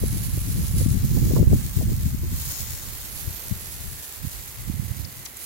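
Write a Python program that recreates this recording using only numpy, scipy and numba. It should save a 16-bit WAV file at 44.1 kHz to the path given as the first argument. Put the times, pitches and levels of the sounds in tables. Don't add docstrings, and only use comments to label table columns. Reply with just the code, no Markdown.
import sys
import numpy as np
from scipy import signal
from scipy.fft import rfft, irfft
from scipy.io import wavfile
from scipy.ndimage import uniform_filter1d
from numba import njit

SR = 44100
rng = np.random.default_rng(int(sys.argv[2]) if len(sys.argv) > 2 else 0)


def transcribe(u):
    v = np.clip(np.atleast_2d(u).T, -1, 1)
    q = np.round(v * 32767).astype(np.int16)
    wavfile.write(sys.argv[1], SR, q)


N = 240389
T = np.arange(N) / SR

# [t/s, prominence/dB]
EDGE_RING = [(0, -25), (.7, -7), (1.0, -4), (1.35, -0.5), (1.5, -14), (2.35, -7), (2.55, 6.5), (2.8, -3),
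             (3.0, -18), (5.45, -16)]


def undb(db):
    return 10 ** (np.asarray(db) / 20)


def curves(table):
    s, *columns = np.transpose(table)
    return [np.interp(T, s, column) for column in columns]


def unit(x):
    return x / np.sqrt(np.mean(x ** 2, axis=-1, keepdims=True))


def even(x, size):
    return x / np.sqrt(uniform_filter1d(x ** 2, size=size))


def place(db, pan_db):
    pair = undb(np.array([pan_db, -pan_db]).reshape(2, -1) / 2)
    power = np.sum(pair ** 2, axis=0)
    return 2 * undb(db) * pair / np.sqrt(power)


def walk(rate):
    hold = max(int(SR / rate), 1)
    steps = np.repeat(rng.standard_normal(N // hold + 1), hold)
    smooth = uniform_filter1d(uniform_filter1d(steps, hold), hold)
    return unit(smooth)[:N]


def puff(s, length):
    return np.exp(-2 * ((T - s) / length) ** 2)


def colour(x, hz, db):
    f = np.maximum(np.arange(N // 2 + 1) * SR / N, 1)
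    gain_db = np.interp(np.log(f), np.log(hz), db)
    return irfft(rfft(x) * undb(gain_db), N)


def cut(x, hz, kind, order):
    sos = signal.butter(order, np.minimum(hz, SR / 2 - 1), kind, fs=SR, output="sos")
    return signal.sosfilt(sos, x)


@njit
def svf(x, hz, damping):
    low, band = np.empty(len(x)), np.empty(len(x))
    b, l = 0., 0.
    for i in range(len(x)):
        g = np.tan(np.pi * min(hz[i], .45 * SR) / SR)
        v = (b + g * (x[i] - l)) / (1 + g * (g + damping))
        low[i], band[i] = l + g * v, damping * v
        b, l = 2 * v - b, l + 2 * g * v
    return low, band


def direct(x, share):
    # [t/s, lead of the right port/ms]
    bearing = [(0, -0.52), (1.2, -0.16), (2.6, -0.097), (3.5, .36), (5.45, 0.46)]
    lead_ms, = curves(bearing)
    index = np.rint((T - lead_ms / 1000) * SR).astype(int)
    shifted = x[1, np.clip(index, 0, N - 1)]
    return np.array([x[0] + share * shifted, x[1]])


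def yard(shared=0.84):
    # [f/Hz, density/dB per Hz]
    hum_spectrum = [(20, -10), (60, 16.5), (140, -19), (250, 5), (370, 3.5), (600, 0), (800, -1.5),
                    (1500, -4.5), (2500, -6), (9000, -13.5)]
    # [t/s, mean level/dB]
    hum_level = [(0, -46.5), (1.45, -49.5), (2.2, -51.5), (2.45, -48), (3.4, -46), (3.8, -47.5), (4.2, -48),
                 (5.45, -49.5)]
    level_db, = curves(hum_level)
    drift_db = .5 * walk(1.1)
    air = rng.standard_normal((2, N)) + shared * rng.standard_normal(N)
    return unit(colour(air, *np.transpose(hum_spectrum))) * undb(level_db + drift_db)


def pressure(sway_db=1.73, sway_rate=13):
    # [t/s, mean level/dB]
    breeze_level = [(0, -28.5), (.65, -26.5), (.85, -23.5), (1.3, -19.5), (1.55, -22), (1.65, -30),
                    (1.95, -25), (2.3, -25.5), (2.6, -43.5), (2.95, -41.5), (4.05, -52.5), (4.5, -43),
                    (5.45, -54)]
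    # [t/s, peak level/dB, length/s, left minus right/dB]
    gust_list = [(0.056, -24.5, 0.053, 5), (0.14, -30, 0.15, 9), (0.34, -27.5, .07, -6),
                 (0.613, -29.5, 0.089, 12), (0.77, -23, 0.076, 2), (0.92, -23.5, 0.15, 16),
                 (1.127, -24.5, 0.17, -7), (1.383, -22, 0.067, 4), (1.535, -17.5, 0.054, 2),
                 (1.784, -23.5, 0.047, 6.5), (1.869, -24, 0.088, -7), (2.06, -25, 0.06, 3),
                 (2.238, -30, 0.055, -4), (2.397, -34, .06, 20), (2.485, -35.5, 0.055, -8),
                 (2.627, -32, 0.055, -10), (2.721, -35.5, 0.081, 1), (2.878, -41, 0.11, -20),
                 (3.153, -41.5, 0.046, -18), (3.28, -38, 0.089, 21), (3.536, -38.5, 0.11, 8),
                 (3.69, -42, 0.073, 3), (3.863, -39.5, 0.17, 27), (4.233, -40, 0.082, -14),
                 (4.375, -39, 0.065, -12), (4.603, -39.5, 0.057, 18), (4.704, -27.5, 0.079, -15),
                 (4.82, -35, 0.2, -15), (4.922, -41, .04, 8), (5.011, -33, 0.078, -21),
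                 (5.183, -45, 0.053, 12)]
    sway = sway_db * np.array([walk(sway_rate), walk(sway_rate)])
    breeze = undb(curves(breeze_level)[0] + sway)
    gust_power = sum((place(db, pan_db) * puff(s, length)) ** 2 for s, db, length, pan_db in gust_list)
    return 10 * np.log10(breeze ** 2 + gust_power)


def wind(corner_hz=108, doubling_db=21, flutter_db=2.0, fine_ratio=1.62, rip_db=3.0, top_hz=750):
    # [t/s, f/Hz]
    largest_eddy = [(0, 40.7), (2.8, 30.8), (3.8, 43.8), (4.5, 62), (5.45, 83)]
    low_hz, = curves(largest_eddy)
    out = []
    for gust_db in pressure():
        flutter = flutter_db * walk(55)
        excess_db = np.maximum(gust_db + flutter + 27.0, 0)
        reach_hz = corner_hz * 2 ** (excess_db / doubling_db)
        air = rng.standard_normal(N)
        air = air - sum(svf(air, low_hz, np.sqrt(2)))
        swirl = svf(air, reach_hz, np.sqrt(2))[0]
        fine_hz = reach_hz * fine_ratio * undb(rip_db * walk(60))
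        rumble = cut(svf(swirl, fine_hz, np.sqrt(2))[0], top_hz, "low", order=3)
        out.append(even(rumble, size=SR // 20) * undb(gust_db + flutter))
    return np.array(out)


def rips(low_hz=215):
    # [t/s, level/dB, length/s, top f/Hz, port (0 left, 1 right)]
    rip_list = [(0.036, -25.5, 0.01, 600, 0), (0.377, -27.5, 0.0049, 600, 0), (0.813, -25.5, 0.012, 730, 1),
                (1.174, -27.5, 0.014, 850, 1), (1.315, -18, 0.012, 620, 1), (1.369, -20, 0.011, 1170, 1),
                (1.395, -25, 0.026, 680, 1), (1.531, -23.5, 0.0032, 1060, 1),
                (1.811, -27.5, 0.0068, 794, 0), (1.825, -28.5, 0.017, 706, 1)]
    out = np.zeros((2, N))
    for s, db, length, top_hz, port in rip_list:
        air = cut(rng.standard_normal(N), [low_hz, 2 * low_hz], "band", order=1)
        air = cut(air, top_hz, "low", order=6)
        out[int(port)] += unit(air) * undb(db) * puff(s, length)
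    return out


def eddies(gain_db=-1):
    # [t/s, peak before gain_db/dB, width (1.25 standard deviations)/ms, port (0 left, 1 right)]
    eddy_list = [(0.039, -11.5, 1.16, 0), (0.377, -16, 3.5, 0), (0.812, -10, 3.6, 1), (0.863, -2.5, 1.7, 0),
                 (0.886, -7, 2.2, 0), (0.955, -22, 1.3, 0), (1.337, -6, 1.18, 0), (1.367, -13, 0.98, 1),
                 (1.402, -4, 2.9, 0), (1.414, 1.5, 3.2, 0), (1.429, -5, 0.96, 0), (1.477, 3, 4, 1),
                 (1.534, -10, 1.42, 0), (1.532, -13, 0.78, 1), (1.771, -5.5, 3, 0), (1.86, -7, 3.9, 1),
                 (2.064, -11, 2.1, 0), (2.148, -11.5, 1.7, 0), (3.28, -13, 3.3, 0), (3.515, -11, 2.02, 0),
                 (3.525, -10.5, 2.56, 0), (3.881, -24, 4, 0), (3.925, -33, 4.2, 0), (4.243, -16.5, 2.55, 1),
                 (4.251, -15.5, 1.87, 1), (4.274, -15.5, 3.1, 1), (4.7, -11.5, 1.67, 1),
                 (4.799, -12, 2.23, 1), (4.913, -10.5, 3.5, 1)]
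    out = np.zeros((2, N))
    for s, db, width_ms, port in eddy_list:
        u = ((T - s) / (width_ms / 1000) * 1.25) ** 2
        pulse = (1 - u) * np.exp(-np.minimum(u, 60) / 2)
        out[int(port)] += undb(db + gain_db) * pulse
    return out


def nozzle(damping=.14):
    # [t/s, resonance f/Hz, level/dB]
    bore = [(0, 1950, -63), (2.3, 1950, -64.5), (2.6, 1950, -61), (3.2, 1940, -61), (3.7, 1890, -58),
            (4.1, 1720, -57), (4.4, 2020, -58.5), (5.45, 2020, -59)]
    hz, level_db = curves(bore)
    rush = direct(rng.standard_normal((2, N)), share=0.46)
    sung = []
    for port in rush:
        once = svf(port, hz, damping)[1]
        sung.append(svf(once, hz, damping)[1])
    return unit(np.array(sung)) * undb(level_db)


def spits():
    # [t/s, peak level/dB, length/s, centre f/Hz, width/Hz, left minus right/dB]
    spit_list = [(5.051, -38, 0.0064, 4950, 1400, 17), (5.2565, -37, .0045, 11500, 8500, -18),
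                 (5.2556, -38, 0.005, 6700, 2000, 14), (5.262, -36.5, 0.0059, 5430, 3400, 14),
                 (5.265, -46, .010, 2000, 2400, 0), (5.371, -39, .004, 10800, 2500, -13),
                 (5.371, -43, .004, 7200, 900, 5), (5.375, -44, .008, 10500, 4000, -11)]
    out = np.zeros((2, N))
    for s, db, length, hz, width_hz, pan_db in spit_list:
        band_hz = [hz - width_hz / 2, hz + width_hz / 2]
        hiss = cut(rng.standard_normal((2, N)), band_hz, "band", order=2)
        out += unit(hiss) * place(db, pan_db) * puff(s, length)
    return out


def drops(rate, spread_db, blur):
    size = undb(spread_db * np.minimum(rng.exponential(size=(2, N)), 5))
    struck = rng.random((2, N)) < rate / SR
    clicks = struck * size * rng.standard_normal((2, N))
    return unit(clicks) + blur * rng.standard_normal((2, N))


def ground(x, share):
    lag_s = .0018 + .00008 * walk(1.5)
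    reflected = np.array([np.interp(T - lag_s, T, port) for port in x])
    return x + share * reflected


def joint(x):
    # [f/Hz, width/Hz, relative level/dB]
    edge_modes = [(5450, 460, -0.5), (6650, 550, 1)]
    prominence_db, = curves(EDGE_RING)
    ring = sum(undb(db) * svf(x, np.full(N, float(hz)), width / hz)[1] for hz, width, db in edge_modes)
    return x + undb(prominence_db) * ring


def water_level(swell_s=0.04, tremor_db=0.56, tremor_rate=13):
    # [t/s, reference level/dB]
    heard_level = [(0.0, -40), (0.17, -37.5), (0.33, -39), (0.76, -39), (0.79, -36.5), (1.02, -42),
                   (1.05, -39), (1.36, -38), (1.46, -46), (1.56, -39.5), (2.25, -44), (2.38, -37.5),
                   (3.17, -40.5), (3.2, -36), (3.22, -39), (4.08, -41.5), (5.36, -45.5), (5.45, -40)]
    # [t/s, change/dB]
    swell_list = [(0.42, -2.5), (0.8, 1.5), (0.88, -3), (1.0, 1), (1.1, 1), (1.72, -2.5), (1.78, 1.5),
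                  (1.87, -2), (2.22, -0.5), (2.51, 4), (2.6, 1.5), (3.1, 0), (3.38, 1), (4.2, -3),
                  (4.35, 2), (5.0, 2.5)]
    swells_db = sum(db * puff(s, swell_s) for s, db in swell_list)
    return curves(heard_level)[0] + swells_db + tremor_db * walk(tremor_rate)


def spray(clump_db=1.07, surge_db=0.56, patter_hz=3300, mist_hz=8300):
    # [f/Hz, left/dB, right/dB]
    port_colour = [(1000, -10.5, -8.5), (2000, -9, -5.5), (3220, -6.5, -9.5), (4260, -4.5, -10),
                   (5330, -8, -12.5), (6450, -6, -10.5), (7400, -5.5, -10), (8550, -11.5, -9),
                   (10120, -11, -2), (13400, -7.5, -0.5), (13350, -6, -0.5), (13900, -10, -0.5),
                   (15600, -7, -1.5)]
    # [t/s, left minus right/dB]
    mist_side = [(0.0, -9), (0.48, -7.5), (1.02, -2.5), (1.08, -6.5), (2.79, -3), (3.32, -12.5), (4.25, -5),
                 (4.96, -10.0), (5.45, -8)]
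    # [t/s, mean centre f/Hz, prominence/dB]
    bright_band = [(0, 10800, 8), (.65, 10900, 0), (.82, 9600, 8), (.93, 9900, 2), (1.0, 13500, -9),
                   (1.12, 14600, 4), (1.6, 15600, -14), (2.3, 13500, 4), (2.9, 14500, -10),
                   (3.15, 10900, 6), (3.38, 12700, 2), (3.7, 11100, -3), (5.2, 11800, -11),
                   (5.45, 10700, 1)]
    level_db = water_level()
    on_edge = undb(curves(EDGE_RING)[0])
    splash_db = -28 + .6 * level_db
    patter_db = level_db - 5.5 + 1 * on_edge
    patter_pan_db = 2.5 + 3.8 * on_edge
    mist_db = level_db + 1.5
    mist_pan_db, = curves(mist_side)
    sizzle_hz, sizzle_db = curves(bright_band)

    clumps = undb(clump_db * walk(450) + surge_db * walk(45))
    impacts = drops(rate=6000, spread_db=2.5, blur=0.84) * clumps
    impacts = ground(direct(impacts, share=.22), share=.17)
    hz, *ports_db = np.transpose(port_colour)
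    water = np.array([colour(x, hz, db) for x, db in zip(impacts, ports_db)])
    slaps = 0.38 * drops(rate=3000, spread_db=1.0, blur=0.82)
    splash = cut(water + slaps, 670, "high", order=2)
    splash = cut(splash, patter_hz, "low", order=4)
    patter = cut(cut(water, patter_hz, "high", order=4), mist_hz, "low", order=8)
    mist = cut(water, mist_hz, "high", order=8)
    patter[0] = joint(patter[0])
    restless_hz = sizzle_hz * (1 + .018 * walk(40))
    mist[1] += undb(sizzle_db) * svf(mist[1], restless_hz, .18)[1]

    splash_out = unit(splash) * place(splash_db, 0)
    patter_out = even(patter, size=SR // 5) * place(patter_db, patter_pan_db)
    mist_out = even(mist, size=SR // 5) * place(mist_db, mist_pan_db)
    return splash_out + patter_out + mist_out


def scene(overload=.7):
    buffets = overload * np.tanh((wind() + eddies() + rips()) / overload)
    return yard() + buffets + nozzle() + spits() + spray()


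def record(dry, top_hz=15870):
    return signal.sosfilt(signal.ellip(12, .2, 80, top_hz, fs=SR, output="sos"), dry)


dry = scene()
out = record(dry)
transcribe(out)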